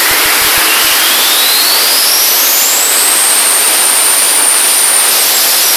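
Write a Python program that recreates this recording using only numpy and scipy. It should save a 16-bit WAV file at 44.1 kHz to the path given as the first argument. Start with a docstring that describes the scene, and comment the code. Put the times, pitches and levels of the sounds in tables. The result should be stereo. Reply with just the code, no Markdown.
"""A turbocharger whistle climbs with boost and holds while an engine pulls on a dynamometer in a workshop.
The whistle is a pitch shaken by turbulence, with a hissy skirt and an octave. When the throttle shuts, the
compressor surges in short falling chirps while a band of noise gushes back out of the intake.
Shaped noise makes the intake hiss and engine roar; fuzzy partials of the firing rate make the drone.
The recorder's gain control overloads both microphone ports, so the loudest layer pushes the others down."""
import sys
import numpy as np
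from scipy import signal
from scipy.fft import rfft, irfft, next_fast_len
from scipy.io import wavfile
from scipy.ndimage import uniform_filter1d, map_coordinates

SR = 44100
rng = np.random.default_rng(int(sys.argv[2]) if len(sys.argv) > 2 else 0)


def wav_out(sig):
    """Save sig, one row per channel (or a flat mono array), as 16-bit PCM at SR to the path in sys.argv[1]."""
    wavfile.write(sys.argv[1], SR, np.round(np.clip(np.atleast_2d(sig).T, -1, 1) * 32767).astype(np.int16))


N = 254016
SHUT_S = 5.07  # the throttle shuts


def amp(db):
    """Gain for a level in dB."""
    return 10 ** (np.asarray(db) / 20)


def unit(x):
    """Scaled to rms 1 along the last axis."""
    power = np.mean(np.abs(x) ** 2, axis=-1, keepdims=True)
    return x / np.sqrt(power + 1e-20)


def along(points, hz):
    """Values between (Hz, value) points, read on a log frequency axis."""
    point_hz, value = np.transpose(points)
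    return np.interp(np.log(hz + 1), np.log(point_hz + 1), value)


def curves(rows):
    """One value per sample for each column after the time."""
    start_s, *columns = np.transpose(rows)
    return [np.interp(np.arange(N) / SR, start_s, column) for column in columns]


def ramp(start_s, length_s):
    """0 before the start, 1 after the length, straight between."""
    return np.clip((np.arange(N) / SR - start_s) / length_s, 0, 1)


def wobble(rate):
    """A smooth random curve with this many knots a second."""
    knots = rng.standard_normal(int(N * rate / SR) + 4)
    return map_coordinates(knots, [np.arange(N) * rate / SR])


def filtered(x, response):
    """Sound filtered by a gain that depends on frequency."""
    m = next_fast_len(N + SR // 4)
    spectrum = rfft(x, m) * response(np.fft.rfftfreq(m, 1 / SR))
    return irfft(spectrum, m)[..., :N]


def sides(pan_db):
    """Left and right gains for a left-minus-right level difference."""
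    return amp([pan_db / 2, -pan_db / 2])


# Left-right likeness of the noise: pitch_hz, correlation (-1 to 1)
LIKENESS = [(60, 0.08), (180, -0.091), (530, -0.13), (1570, -0.02), (4660, -0.0042), (13800, -0.03)]


def rush(spectrum, patchy_db):
    """Turbulent stereo noise of rms 1, its gain varying in random patches of time and frequency."""
    z = signal.stft(rng.standard_normal((2, N)), nperseg=512)[2]
    patches = uniform_filter1d(rng.standard_normal(z.shape[1:]), 6, 0)
    patches = uniform_filter1d(patches, 10, 1)
    patchy = z * amp(patchy_db * patches / patches.std())
    pair = signal.istft(patchy, nperseg=512)[1][:, :N]

    def mid_side_response(hz):
        # the mid-to-side balance sets the left-right correlation
        angle = np.arccos(np.clip(along(LIKENESS, hz), -1, 1)) / 2
        return amp(along(spectrum, hz)) * [np.cos(angle), np.sin(angle)]

    mid, side = filtered(pair, mid_side_response)
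    return unit(np.array([mid + side, mid - side]))


def fuzzy_tone(pitch_hz, width_hz, steady):
    """A tone whose size and phase are shaken by turbulence, differently at each port."""
    # eight noise steps per period of the width
    place = np.cumsum(np.maximum(width_hz, 5)) / SR * 8
    count = int(place[-1]) + 4
    smoothing = np.convolve([1, -.72], [1, -.35])
    shake = unit(signal.lfilter([1], smoothing, rng.standard_normal((4, count))))
    a, b, c, d = [map_coordinates(row, [place], order=1) for row in shake]
    sway = unit(steady + np.array([a + 1j * b, c + 1j * d]))
    carrier = np.exp(2j * np.pi * np.cumsum(pitch_hz) / SR)
    return np.sqrt(2) * np.real(sway * carrier)


# Compressor whistle: start_s, pitch_hz, level_db, reference_width_hz (each layer scales the width)
WHISTLE = [(0, 1900, -23, 200.6), (.45, 2380, -32, 170.2), (.75, 2786, -22, 99.79),
           (1.25, 3546, -18, 99.88), (1.7, 4456, -15.5, 110), (1.9, 4789, -20, 418.6),
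           (2.1, 5420, -13.5, 380.9), (2.35, 6100, -15, 180.3), (2.65, 7280, -6.5, 320.2),
           (2.8, 7760, -6.5, 419.9), (2.95, 8310, -8, 450.5), (3.3, 8660, -8.5, 480.7),
           (3.7, 8910, -9.5, 379.8), (4.3, 9077, -9, 449.7), (4.9, 9110, -8.5, 400),
           (5.1, 8870, -13, 379.6)]
# Whistle balance: pitch_hz, left_minus_right_db
WHISTLE_PAN = [(2000, -7), (3000, 3), (4400, -10.5), (5300, -8), (6500, -2), (9000, -1.5)]
# the octave sets in, grows for one second at most, then falls back to its faint level
OCTAVE_FROM_S, OCTAVE_UNTIL_S, OCTAVE_SWELL_S = 1.87, 2.9, 0.055
OCTAVE_DB, OCTAVE_GROWS_DB_PER_S, OCTAVE_FAINT_DB = -20, 15.5, -35
# the skirt trails the whistle pitch and sits above it by a ratio
SKIRT_LAG_S, SKIRT_ABOVE, SKIRT_DB = .16, 1.018, -2.5
SKIRT_BASE_HZ, SKIRT_WIDER = 299.6, 1.6  # fixed part of its width, multiple of the reference width


def turbo():
    """Blade-pass whistle in a broad hissy skirt, and its octave; all fade out as the throttle shuts."""
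    hz, level_db, width_hz = curves(WHISTLE)
    pan_db = along(WHISTLE_PAN, hz)
    octave_on = ramp(OCTAVE_FROM_S, OCTAVE_SWELL_S) - ramp(OCTAVE_UNTIL_S, OCTAVE_SWELL_S)
    octave_db = OCTAVE_DB + OCTAVE_GROWS_DB_PER_S * ramp(OCTAVE_FROM_S, 1)
    octave_gain = amp(OCTAVE_FAINT_DB) + octave_on * amp(octave_db)
    trailing_hz = np.interp(np.arange(N) - SKIRT_LAG_S * SR, np.arange(N), hz)
    hz = hz * (1 + .004 * wobble(9))
    core = amp(0.79 * wobble(16)) * fuzzy_tone(hz, .62 * width_hz, steady=0.08)
    skirt_width_hz = SKIRT_BASE_HZ + SKIRT_WIDER * width_hz
    skirt = amp(SKIRT_DB) * fuzzy_tone(SKIRT_ABOVE * trailing_hz, skirt_width_hz, steady=0)
    # the octave leans left
    octave = octave_gain * amp([[2.5], [-4]]) * fuzzy_tone(2 * hz, 2.8 * width_hz, steady=0)
    whistle = amp(level_db) * sides(pan_db) * (core + skirt)
    return (1 - ramp(SHUT_S, 0.093)) * (whistle + octave)


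# Surge chirps: start_s, start_pitch_hz, end_pitch_hz, length_s, level_db, gush_choke_db
CHIRPS = [(5.165, 9000, 8200, .09, -17, -20), (5.325, 7750, 7350, .07, -15, -22),
          (5.42, 7600, 6500, .14, -21, -5), (5.59, 6200, 5350, .17, -17, -3)]
# Gush colour: pitch_hz, level_db (per Hz)
GUSH_COLOUR = [(2000, -30), (3600, -1), (4600, -1), (5100, 2.5), (5900, 1.5), (7500, -1), (9500, -1),
               (12000, 1), (15000, -4.5)]
GUSH_DB, GUSH_ATTACK_S = -13.5, 0.027
CHOKE_AT, CHOKE_S = 0.39, 0.014  # choke place as a fraction of the chirp, its width


def surge():
    """Each stall of the slowing wheel gives a short falling chirp and chokes the air that gushes out."""
    t = np.arange(N) / SR
    hz, chirp_gain = np.zeros(N), np.zeros(N)
    gush_db = np.full(N, float(GUSH_DB))
    for start_s, start_hz, end_hz, length_s, level_db, choke_db in CHIRPS:
        u = (t - start_s) / length_s
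        inside = (u > 0) & (u < 1)
        hz += inside * (start_hz + (end_hz - start_hz) * u)
        chirp_gain += inside * amp(level_db) * np.sin(np.pi * u) ** 2
        gush_db += choke_db * np.exp(-((u - CHOKE_AT) * length_s / CHOKE_S) ** 2)
    gush = ramp(SHUT_S, GUSH_ATTACK_S) * amp(gush_db) * rush(GUSH_COLOUR, patchy_db=1.9)
    chirps = chirp_gain * fuzzy_tone(hz, np.full(N, 170.), steady=0.37)
    return chirps + gush


# Air and engine under load: start_s, hiss_db, roar_db, harsh_band_db, roar_left_minus_right_db
LOAD = [(0, -10, -18.5, -23, 2), (.3, -12, -19, -17, -1), (.9, -9, -18, -17, 0),
        (1.6, -7.5, -15.5, -22, 2.5), (2.4, -5, -15.5, -28, 2), (2.9, -6.5, -12, -31, 1.5),
        (3.4, -8.5, -15, -26, -2.5), (3.8, -8.5, -14, -29, -3), (4.3, -9.5, -16, -29, -1.5),
        (5.05, -9, -15.5, -33, -0.5)]
# Intake hiss colour: pitch_hz, level_db (per Hz)
HISS_COLOUR = [(100, -18), (250, -5.5), (500, -5.5), (1500, -6), (4000, 0.5), (9000, -2), (16000, -2.5)]
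# Engine roar colour: pitch_hz, level_db (per Hz)
ROAR_COLOUR = [(100, -52), (200, -10), (350, -3), (800, 0), (1800, -3), (3000, -6), (6000, -25.5),
               (12000, -19)]
# Harsh band colour: pitch_hz, level_db (per Hz)
BARK_COLOUR = [(500, -44), (900, -3.5), (1400, 0), (2200, -2.5), (3200, -6), (5000, -40)]
LIFT_S, LIFT_HISS_DB, LIFT_ROAR_DB, LIFT_PAN_DB = 0.11, -3, -6, -4.5  # change once the throttle is shut


def air_and_engine():
    """Broad intake hiss over the lower roar of engine and rollers, both dropping at the shut, and a harsh band."""
    hiss_db, roar_db, bark_db, pan_db = curves(LOAD)
    lift = ramp(SHUT_S, LIFT_S)
    hiss_gain = amp(hiss_db + LIFT_HISS_DB * lift + 1.0 * wobble(6.5))
    hiss = hiss_gain * rush(HISS_COLOUR, patchy_db=0.9)
    roar_gain = amp(roar_db + LIFT_ROAR_DB * lift + 0.41 * wobble(9.1))
    roar = roar_gain * rush(ROAR_COLOUR, patchy_db=0.34)
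    bark = amp(bark_db + 1.26 * wobble(4.1)) * rush(BARK_COLOUR, patchy_db=1.5)
    return hiss + sides(pan_db + LIFT_PAN_DB * lift) * (roar + bark)


# Drone partials: firing_rate_multiple, level_db, silent_from_s
PARTIALS = [(3, 0, 1.15), (10 / 3, 3, .26), (4, -7, 1.45), (6, -10, 1.45)]
FIRING_HZ, REV_HZ_PER_S = 100.8, 11.5  # firing rate at the start and its climb
DRONE_DB = -24.5


def exhaust():
    """A low drone that climbs with the revs and sinks under the roar; it reaches the ports in opposite phase."""
    firing_hz = FIRING_HZ + REV_HZ_PER_S * np.arange(N) / SR
    drone = 0
    for multiple, level_db, silent_s in PARTIALS:
        fade = 1 - ramp(silent_s - .12, .12)
        drone = drone + amp(level_db) * fade * fuzzy_tone(multiple * firing_hz, np.full(N, 6.), steady=4.2)
    opposite = amp([[1.3], [-1.3]]) * [[1], [-1]]
    return amp(DRONE_DB) * opposite * drone


# Low bumps at the left port: start_s (of the peak), level_db (peak)
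BUMPS = [(0.114, -8), (0.134, -23), (0.259, -10), (0.42, -12), (0.449, -13), (0.472, -15), (0.579, -7),
         (0.847, -15), (0.914, -20)]


def thumps():
    """Single low pushes shaped as smooth one-sided pulses, mostly on the left."""
    t = np.arange(N) / SR
    width_s = .0014
    push = sum(amp(level_db) * np.exp(-((t - peak_s) / width_s) ** 2) for peak_s, level_db in BUMPS)
    return push * amp([[.1], [-30]])


def scene():
    """Whistle, surge, air and engine, and drone summed in stereo."""
    return turbo() + surge() + air_and_engine() + exhaust()


# Left port resonance: pitch_hz, level_db
LEFT_RESONANCE = [(300, 0.5), (2000, 0.5), (4500, 0), (6600, -5), (8000, 0), (10000, 3.5), (11800, 6),
                  (13000, 4.5), (14500, -1.5)]
# Right port resonance: pitch_hz, level_db
RIGHT_RESONANCE = [(300, 0), (2000, 2.5), (3500, 2), (4400, 3), (5000, 5.5), (5700, 1.5), (6800, -3.5),
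                   (9000, -0.5), (14500, -1)]
TOP_HZ = 14520  # steep low-pass before the final clip, which adds some sound above it


def record(dry):
    """Each port has its own resonance; gain control holds the level so hot that peaks are squashed."""
    heard = filtered(dry, lambda hz: amp([along(LEFT_RESONANCE, hz), along(RIGHT_RESONANCE, hz)]))
    # each port is levelled by its own rms over 40 ms
    loudness = np.sqrt(np.abs(uniform_filter1d(heard ** 2, size=round(.04 * SR), axis=1)))
    held = amp(-4.5) * heard / loudness
    squashed = held / (1 + np.abs(held / .93) ** 5) ** (1 / 5)

    def bass_cut(hz):
        # steep cut below 250 Hz that leaves a little bass
        return (hz / 250) ** 5 / np.sqrt(1 + (hz / 250) ** 10) + 0.16

    # the thumps join after the gain control
    bumped = filtered(squashed, bass_cut) + thumps()
    low_passed = filtered(bumped, lambda hz: hz < TOP_HZ)
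    return np.clip(low_passed, -1, 1)


dry = scene()
out = record(dry)
wav_out(out)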